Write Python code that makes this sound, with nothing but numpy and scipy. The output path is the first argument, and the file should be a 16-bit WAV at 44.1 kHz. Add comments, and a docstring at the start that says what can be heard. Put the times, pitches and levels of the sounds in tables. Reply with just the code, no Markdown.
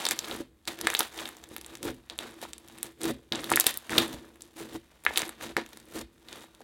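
"""A small quiet room: hands knead bead-filled slime on a hollow table top, close to the microphone.
Trapped air pockets burst as short pitched pops over a dense sticky crackle of tiny ones.
Pushes and fingertip knocks set the table top humming; shifts of weight bounce it on its legs.
A near wall and the room answer every pop, over faint room air and preamp noise."""
import sys
import numpy as np
from scipy import signal
from scipy.fft import rfft, irfft
from scipy.io import wavfile
from scipy.ndimage import uniform_filter1d

SR = 44100
rng = np.random.default_rng(int(sys.argv[2]) if len(sys.argv) > 2 else 0)


def pcm_store(signal):
    """Save signal as 16-bit PCM."""
    levels = np.round(np.clip(np.atleast_2d(signal), -1, 1) * 32767)
    wavfile.write(sys.argv[1], SR, levels.astype(np.int16).T)


N = 292383


def from_db(db):
    """Decibels to gain; from_db(2 * db) is power."""
    return 10 ** (np.asarray(db) / 20)


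def unit_rms(x):
    """Scale to unit rms."""
    return x / np.sqrt(np.mean(x ** 2) + 1e-20)


def highpass(x, hz, order):
    """Butterworth high-pass."""
    return signal.sosfilt(signal.butter(order, hz, "high", fs=SR, output="sos"), x)


def ring(drive, hz, t60_s):
    """One mode: a unit click starts a decaying sine of height 1."""
    r, w = from_db(-60 / (t60_s * SR)), 2 * np.pi * hz / SR
    return signal.lfilter([np.sin(w)], [1, -2 * r * np.cos(w), r * r], drive + 1e-18)


def grains(per_s, spread_db):
    """Random clicks of uneven size and sign."""
    sizes = from_db(spread_db * np.minimum(rng.exponential(1, N), 4)) * rng.choice([-1, 1], N)
    return sizes * (rng.random(N) < per_s / SR)


def shaped_noise(size, spectrum):
    """Noise with a spectrum of (frequency [Hz], level [dB]) points."""
    hz, db = np.transpose(spectrum)
    bins_hz = np.maximum(np.fft.rfftfreq(size, 1 / SR), 1)
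    gain = from_db(np.interp(np.log(bins_hz), np.log(hz), db))
    return irfft(rfft(rng.standard_normal(size)) * gain, size)


def swell(peak_s, swell_s, fade_s):
    """Power envelope peaking at 1: up 20 dB in swell_s, down 20 dB in fade_s."""
    t = np.arange(N) / SR - peak_s
    return 100. ** -np.where(t < 0, -t / swell_s, t / fade_s)


def air(level_db):
    """Steady room air and preamp noise."""
    # noise spectrum: (frequency [Hz], relative density [dB])
    spectrum = [(18, -25), (30, -12), (79, -5.5), (157, -5), (199, -5), (461, -17.5), (584, -26),
                (937, -25), (1130, -25), (3770, -36.5), (16000, -32)]
    return from_db(level_db) * unit_rms(shaped_noise(N + N % 2, spectrum)[:N])


def room(x):
    """Direct sound, two near echoes and a tail that dies band by band."""
    # reverberation bands: (centre [Hz], t60 [s], relative density [dB])
    tail_bands = [(350, .25, -8), (830, 0.08, -1), (2050, .2, 6), (3700, 0.23, 5.5), (6000, 0.053, -6),
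                  (9000, 0.092, 4), (14000, 0.033, -13.5)]
    # early reflections: (delay [s], level [dB])
    echoes = [(.0042, -20), (.0095, -33)]
    tail_db, build_up_s = -16, 0.00067
    size = SR // 2
    t, response = np.arange(size) / SR, np.zeros(size)
    for hz, t60_s, db in tail_bands:
        band = shaped_noise(size, [(hz / 2, -30), (hz / 1.3, 0), (hz * 1.3, 0), (hz * 2, -30)])
        response += from_db(db - 60 * t / t60_s) * band
    response *= 1 - np.exp(-t / build_up_s)
    response *= from_db(tail_db) / np.sqrt(np.sum(response ** 2))
    response[0] = 1
    for delay_s, db in echoes:
        response[round(delay_s * SR)] += from_db(db)
    return signal.fftconvolve(x, response)[:N]


def kneading():
    """Strokes add in power over resting fingers; returns crackle level, treble ratio and push [dB]."""
    # fingers resting in the slime: (time [s], crackle [dB], push [dB])
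    rest = [(0, -67, -60.5), (.5, -80, -59.5), (.7, -67, -68), (1.45, -62, -53), (2.05, -65.5, -68),
            (2.55, -62, -56.5), (2.8, -56.5, -49), (2.97, -73, -74), (3.17, -65, -48), (3.3, -75, -60.5),
            (3.8, -55, -72), (4.3, -65, -58), (4.9, -66.5, -63.5), (5.9, -71, -70), (6.05, -69, -58.5),
            (6.23, -67.5, -59), (6.63, -62, -59)]
    # squeezes and pulls: (peak [s], swell [s], fade [s], crackle [dB], treble ratio [dB], push [dB])
    strokes = [(0.001, .02, 0.28, -38, -6.5, -42.5), (.12, .02, 0.031, -34.5, -1, -37),
               (.343, 0.22, 0.083, -39, -6, -34), (0.41, 0.033, 0.022, -46.5, -4, -30.5),
               (0.679, 0.011, 0.12, -41, -4.5, -37.5), (.854, 0.13, 0.093, -42.5, -13.5, -35),
               (.894, .07, 0.25, -40.5, -5.5, -51), (1.006, .05, 0.064, -33.5, -3.5, -41.5),
               (1.187, .085, .2, -40, -6, -40), (1.519, 0.03, 0.056, -50, -6.5, -39),
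               (1.74, .4, 0.078, -52.5, -7.5, -46), (1.846, 0.029, 0.095, -46.5, 3.5, -24),
               (1.884, 0.051, 0.033, -36.5, -23, -29.5), (1.901, 0.15, .012, -49, -8, -36),
               (2.107, 0.0099, 0.077, -47.5, -17, -45), (2.194, 0.011, 0.26, -44, -11, -38.5),
               (2.426, 0.038, 0.086, -44, -4, -40.5), (2.842, 0.024, 0.11, -49, -1, -42.5),
               (3.02, 0.018, 0.092, -55, -1, -48), (3.045, 0.05, 0.098, -40.5, -3, -26.5),
               (3.109, 0.071, 0.01, -37.5, -4.5, -25), (3.326, 0.0055, 0.21, -37.5, -23.5, -29),
               (3.52, 0.051, 0.1, -36.5, -10.5, -26), (3.616, .2, 0.036, -37, -2, -59),
               (3.678, 0.055, 0.1, -38, 1, -39), (3.903, 0.0085, 0.36, -39.5, -8, -31),
               (3.989, 0.077, 0.079, -29.5, -7.5, -23), (4.095, 0.044, 0.039, -48.5, -4, -35.5),
               (4.147, 0.12, .02, -48, -1, -37), (4.439, .03, 0.089, -63.5, 5, -55),
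               (4.563, 0.013, 0.18, -54, 3.5, -45.5), (4.599, 0.048, 0.17, -45.5, -4.5, -34),
               (4.759, 0.066, 0.024, -46, -4.5, -31.5), (4.91, 0.0295, 0.26, -62, -15, -70.5),
               (5.067, 0.024, 0.41, -44, -35, -44), (5.18, 0.096, 0.13, -37.5, -4.5, -43.5),
               (5.259, .1, 0.041, -49.5, 0, -39.5), (5.428, 0.036, 0.1, -40, -5, -34.5),
               (5.52, 0.17, 0.012, -45.5, -20, -38.5), (5.572, 0.0064, 0.072, -35, -38, -30.5),
               (5.771, .4, 0.12, -56.5, -5, -50), (5.964, 0.039, 0.059, -40.5, -2, -30.5),
               (6.02, 0.21, 0.0101, -48, -1.5, -38.5), (6.322, .08, 0.21, -47.5, -12.5, -45.5),
               (6.447, 0.26, 0.017, -55, 0.5, -67), (6.614, 0.0297, .1, -61, -15, -51.5)]
    rest_treble_db = -5.5
    t = np.arange(N) / SR
    rest_s, rest_crackle_db, rest_push_db = np.transpose(rest)
    body = from_db(2 * np.interp(t, rest_s, rest_crackle_db))
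    treble = body * from_db(2 * rest_treble_db)
    push = from_db(2 * np.interp(t, rest_s, rest_push_db))
    for peak_s, swell_s, fade_s, crackle_db, treble_db, push_db in strokes:
        envelope = swell(peak_s, swell_s, fade_s)
        body += from_db(2 * crackle_db) * envelope
        treble += from_db(2 * (crackle_db + treble_db)) * envelope
        push += from_db(2 * push_db) * envelope
    return 10 * np.log10([body, treble / body, push])


def table_legs():
    """Shifts of weight bounce the table on its legs."""
    # weight shifts: (peak [s], level [dB])
    shifts = [(0.339, -45), (.88, -45.5), (1.39, -56), (1.6, -58), (1.88, -37), (1.98, -44), (2.48, -48),
              (3.1, -35), (3.34, -67), (3.51, -71), (3.99, -45), (4.16, -37), (4.76, -42.5), (5.08, -44.5),
              (5.32, -58), (5.52, -43), (6.029, -38.5), (6.2, -54.5)]
    rest_db, coupling_db = -59, -32
    power = sum(from_db(2 * db) * swell(peak_s, swell_s=0.044, fade_s=0.062) for peak_s, db in shifts)
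    force = np.sqrt(power + from_db(2 * rest_db)) * rng.standard_normal(N)
    return ring(from_db(coupling_db) * force, hz=64, t60_s=.16)


def table(push_db):
    """Soft uneven palm pushes and knocks ring the hollow top, over the bounce of the legs."""
    # table top modes: (frequency [Hz], gain [dB], t60 [s])
    modes = [(127, -17.5, 0.25), (227.8, -8, 0.19), (255.8, -12.5, 0.22), (332, 3, 0.1), (452, -0.5, 0.04),
             (563, -10.5, 0.086), (820, -18, 0.029), (900, -16.5, 0.033)]
    # fingertips knocking through the slime: (time [s], level [dB])
    fingertips = [(0.113, -36.5), (0.308, -36), (0.405, -31), (0.676, -37.5), (0.846, -32), (1.005, -35),
                  (1.513, -36), (1.831, -34), (2.187, -42), (3.319, -28), (3.518, -24), (3.665, -30),
                  (3.895, -36.5), (3.926, -26), (3.98, -20.5), (4.088, -35), (4.144, -35), (5.229, -31.5),
                  (5.566, -26.5)]
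    push_coupling_db, knock_coupling_db = -31.5, -7.5
    knock_s, knock_db = np.transpose(fingertips)
    knocks = np.zeros(N)
    knocks[(knock_s * SR).astype(int)] = from_db(knock_db + knock_coupling_db)
    hum = table_legs()
    for hz, db, t60_s in modes:
        pushes = from_db(push_db + push_coupling_db) * unit_rms(grains(per_s=400, spread_db=2.7))
        hum += from_db(db) * ring(pushes + knocks, hz, t60_s)
    softened = signal.lfilter([.2], [1, -.8], hum)
    return highpass(softened, hz=50, order=2)


def crackle(level_db, treble_db):
    """Countless tiny pockets burst in clumps at all pitches; harder kneading bursts more of them."""
    base_per_s, clump_db, t60_cycles, split_hz, hiss_db = 3000, 5, 2.2, 5000, -6
    pitches_hz = np.geomspace(600, 15000, 18)
    effort = from_db(.3 * (level_db + 50))
    clumps = from_db(clump_db * unit_rms(uniform_filter1d(rng.standard_normal(N), size=500)))
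    clicks = unit_rms(grains(base_per_s * effort * clumps, spread_db=4))
    pitch_index = rng.integers(0, len(pitches_hz), N)
    hiss = from_db(hiss_db) * rng.standard_normal(N) / np.sqrt(len(pitches_hz))   # film sliding on skin
    body, treble = np.zeros(N), np.zeros(N)
    for k, hz in enumerate(pitches_hz):
        drive = clicks * (pitch_index == k) + np.roll(hiss, 999 * k)   # shift decorrelates the bands
        band = body if hz < split_hz else treble
        band += ring(drive, hz, t60_cycles / hz)
    sticky = from_db(level_db) * (unit_rms(body) + from_db(treble_db) * unit_rms(treble))
    return highpass(sticky, hz=500, order=2)


def pops():
    """Each pocket rings a few cycles, rising in pitch as its film snaps open; a near wall echoes it."""
    # bursting air pockets: (time [s], level [dB], pitch [Hz], snap re tone [dB])
    pockets = [(.0183, -27.5, 7160, 0), (0.0531, -7.5, 4330, 1), (.064, -20.5, 4280, 1),
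               (0.0662, -11, 3520, -2), (.0883, -7.5, 8000, -2), (.1104, -4.5, 1760, 4.5),
               (.122, -34, 9000, 16), (0.1908, -9, 6600, -2), (.2448, -26.5, 3960, -10),
               (0.3122, -22.5, 3860, -6), (.654, -36, 4200, 2), (0.676, -13, 3900, 2.5),
               (0.68, -16, 4130, -1), (0.7892, -24, 13200, 5), (0.8128, -14.5, 3350, 25),
               (.8485, -34, 13400, 8), (.871, -4.5, 1820, -3.5), (.8845, -23, 2000, -13),
               (0.902, -10, 2100, 1), (0.9344, -20, 1510, -18), (.94, -14.5, 2050, 10),
               (0.95, -7.5, 3850, 0), (.9683, -19, 6010, -9), (0.9918, -4, 11250, -5),
               (0.9939, -5, 11500, -4.5), (1.0063, -6.5, 1290, 2), (1.0307, -21, 9640, -1),
               (1.1896, -23.5, 3020, -30), (1.2561, -21, 3600, -5.5), (1.276, -28, 8000, 3),
               (1.2895, -21.5, 6350, 12), (1.3685, -31, 14860, 10), (1.4395, -24.5, 2950, 22),
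               (1.4895, -35, 9000, -12), (1.5427, -38, 13700, -4), (1.5645, -16.5, 13000, -2),
               (1.582, -24.5, 3700, 23), (1.6132, -25.5, 11600, 0), (1.646, -31, 3560, 1),
               (1.6632, -24.5, 8900, -2.5), (1.7532, -24, 3420, 7), (1.772, -31, 9000, 12),
               (1.8298, -18, 8900, 4), (2.099, -23.5, 3600, -3.5), (2.180, -34, 10000, -8),
               (2.189, -13.5, 3850, 1), (2.3095, -37, 10100, 0), (2.4160, -25, 11400, 1),
               (2.4272, -29, 604, -25), (2.452, -31, 860, -26), (2.5333, -20, 7550, -2),
               (2.5811, -29, 9800, -7), (2.6773, -37, 12400, 1), (2.6849, -31.5, 4600, 21),
               (2.7787, -38, 3340, 9), (2.7851, -30, 8500, 13), (2.811, -40, 6000, 8),
               (2.83, -9.5, 8400, -0.5), (3.0157, -23, 2650, 18), (3.0335, -15.5, 8750, -26),
               (3.0423, -21, 8450, 15), (3.0552, -17, 8700, 15), (3.3224, -11.5, 3620, -10),
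               (3.3506, -22.5, 3700, -17), (3.3561, -18.5, 7120, -2.5), (3.406, -26, 9000, 3),
               (3.4175, -31, 9000, 1), (3.4427, -18, 3600, -1), (3.4952, -24.5, 1870, -13),
               (3.5024, -12, 10600, -8.5), (3.517, -8, 994, -10), (3.5244, -13, 8900, -16),
               (3.537, -11.5, 2294, -26), (3.559, -1, 12600, -1.5), (3.5664, -12, 7400, -20),
               (3.5735, -8, 1760, -27.5), (3.599, 7.5, 13590, -15.5), (3.6085, -4, 9000, 0.5),
               (3.6426, -13.5, 3360, 12.5), (3.6668, 7, 11600, -5.5), (3.669, -16.5, 1820, -13.5),
               (3.674, -9, 7350, 0.5), (3.7002, -25.5, 10900, -8.5), (3.7082, -16.5, 12200, -9.5),
               (3.7415, -21.5, 10040, -15), (3.7737, -9, 14800, -16.5), (3.8468, -47, 8040, 3),
               (3.8715, -44, 10100, 3), (3.8951, -22, 1940, -7.5), (3.9058, -24.5, 8900, -20),
               (3.9237, -27.5, 1950, 2.5), (3.932, -19, 1607, -29.5), (3.9807, -4.5, 3760, -13.5),
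               (3.9832, -2, 4060, 2.5), (4.08, -24, 9750, -2), (4.1289, -26, 3580, 18),
               (4.2455, -43, 1260, -23), (4.2745, -51, 1300, -3), (4.358, -42.5, 1820, -1),
               (4.408, -34.5, 4520, 5.5), (4.4207, -24.5, 8050, -29), (5.0383, -33, 9800, 0),
               (5.051, -17, 9570, 7), (5.0648, -4.5, 1807, -33), (5.074, -22, 1850, -34),
               (5.1073, -26, 692, -27), (5.1445, -33, 9000, 5), (5.1591, -19, 3600, -25),
               (5.1606, -23, 2670, -27), (5.1745, -3, 4000, 3), (5.1811, -8.5, 10500, -.5),
               (5.193, -12.5, 7400, -6), (5.2189, -13, 2060, 3), (5.2317, -21, 1900, -26),
               (5.2802, -29, 10400, -8), (5.293, -17, 15600, 4), (5.4106, -31, 1840, -9),
               (5.5673, -8, 1880, -1), (5.5802, -20.5, 616, -34), (5.6624, -29.5, 8340, 2),
               (5.69, -36, 11000, 0), (5.7316, -27.5, 9000, 8), (5.7725, -26.5, 7200, 15),
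               (5.8007, -33, 9000, 1), (5.855, -42, 11000, 1), (6.2861, -30.5, 3940, -1.5),
               (6.3285, -26, 7100, 15), (6.359, -32, 9000, -1), (6.4407, -40, 770, -13),
               (6.549, -36, 9000, 13), (6.606, -37.5, 636, -17)]
    t60_at_1khz_s, t60_exponent, tear_s = 0.0031, 0.83, .0002
    wall_s, wall_spread_s, wall_db, wall_spread_db = .00227, .00006, -9.5, 2.2
    out, t = np.zeros(N + 600), np.arange(400) / SR
    for start_s, db, hz, snap_db in pockets:
        place, facing = rng.standard_normal(2)   # vary the wall echo
        t60_s = t60_at_1khz_s * (1e3 / hz) ** t60_exponent   # small high pockets die sooner
        cycles = hz * t
        envelope = (1 - np.exp(-cycles / .7)) ** 2 * from_db(-60 * t / t60_s)
        glide = .96 + .015 * np.minimum(cycles, 6)
        tone = envelope * np.sin(2 * np.pi * cycles * glide)
        tear = rng.standard_normal(len(t)) * np.exp(-t / tear_s)
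        snap = signal.lfilter([1], [1, -.45], tear)   # wet film tears with some body
        snap *= from_db(snap_db) * np.sqrt(np.sum(tone ** 2) / np.sum(snap ** 2))
        pop = from_db(db) * (tone + snap) / np.abs(tone + snap).max()
        direct_at = round(start_s * SR)
        echo_at = round((start_s + wall_s + wall_spread_s * place) * SR)
        out[direct_at:direct_at + len(t)] -= pop
        out[echo_at:echo_at + len(t)] -= pop * from_db(wall_db + wall_spread_db * facing)
    return highpass(out[:N], hz=380, order=4)   # a small source radiates no bass


def scene():
    """Slime in the room, table and air; mono."""
    crackle_db, treble_db, push_db = kneading()
    slime = pops() + crackle(crackle_db, treble_db)
    return (room(slime) + table(push_db) + air(level_db=-69))[None]


def record(dry):
    """Microphone colour, clipping under full scale, steep low-pass."""
    # microphone peaks and dips: (centre [Hz], width [Hz], gain [dB])
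    colour = [(1825, 440, 2), (3600, 540, 5), (5160, 2100, -2), (11600, 12800, 3.5), (15600, 7600, -6)]
    ceiling, cutoff_hz = .92, 16900
    x = dry
    for hz, width_hz, db in colour:
        b, a = signal.iirpeak(hz, hz / width_hz, SR)
        x = x + (from_db(db) - 1) * signal.lfilter(b, a, x)
    x = np.clip(x, -ceiling, ceiling)
    return signal.sosfilt(signal.cheby2(20, 80, cutoff_hz, fs=SR, output="sos"), x)


dry = scene()
out = record(dry)
pcm_store(out)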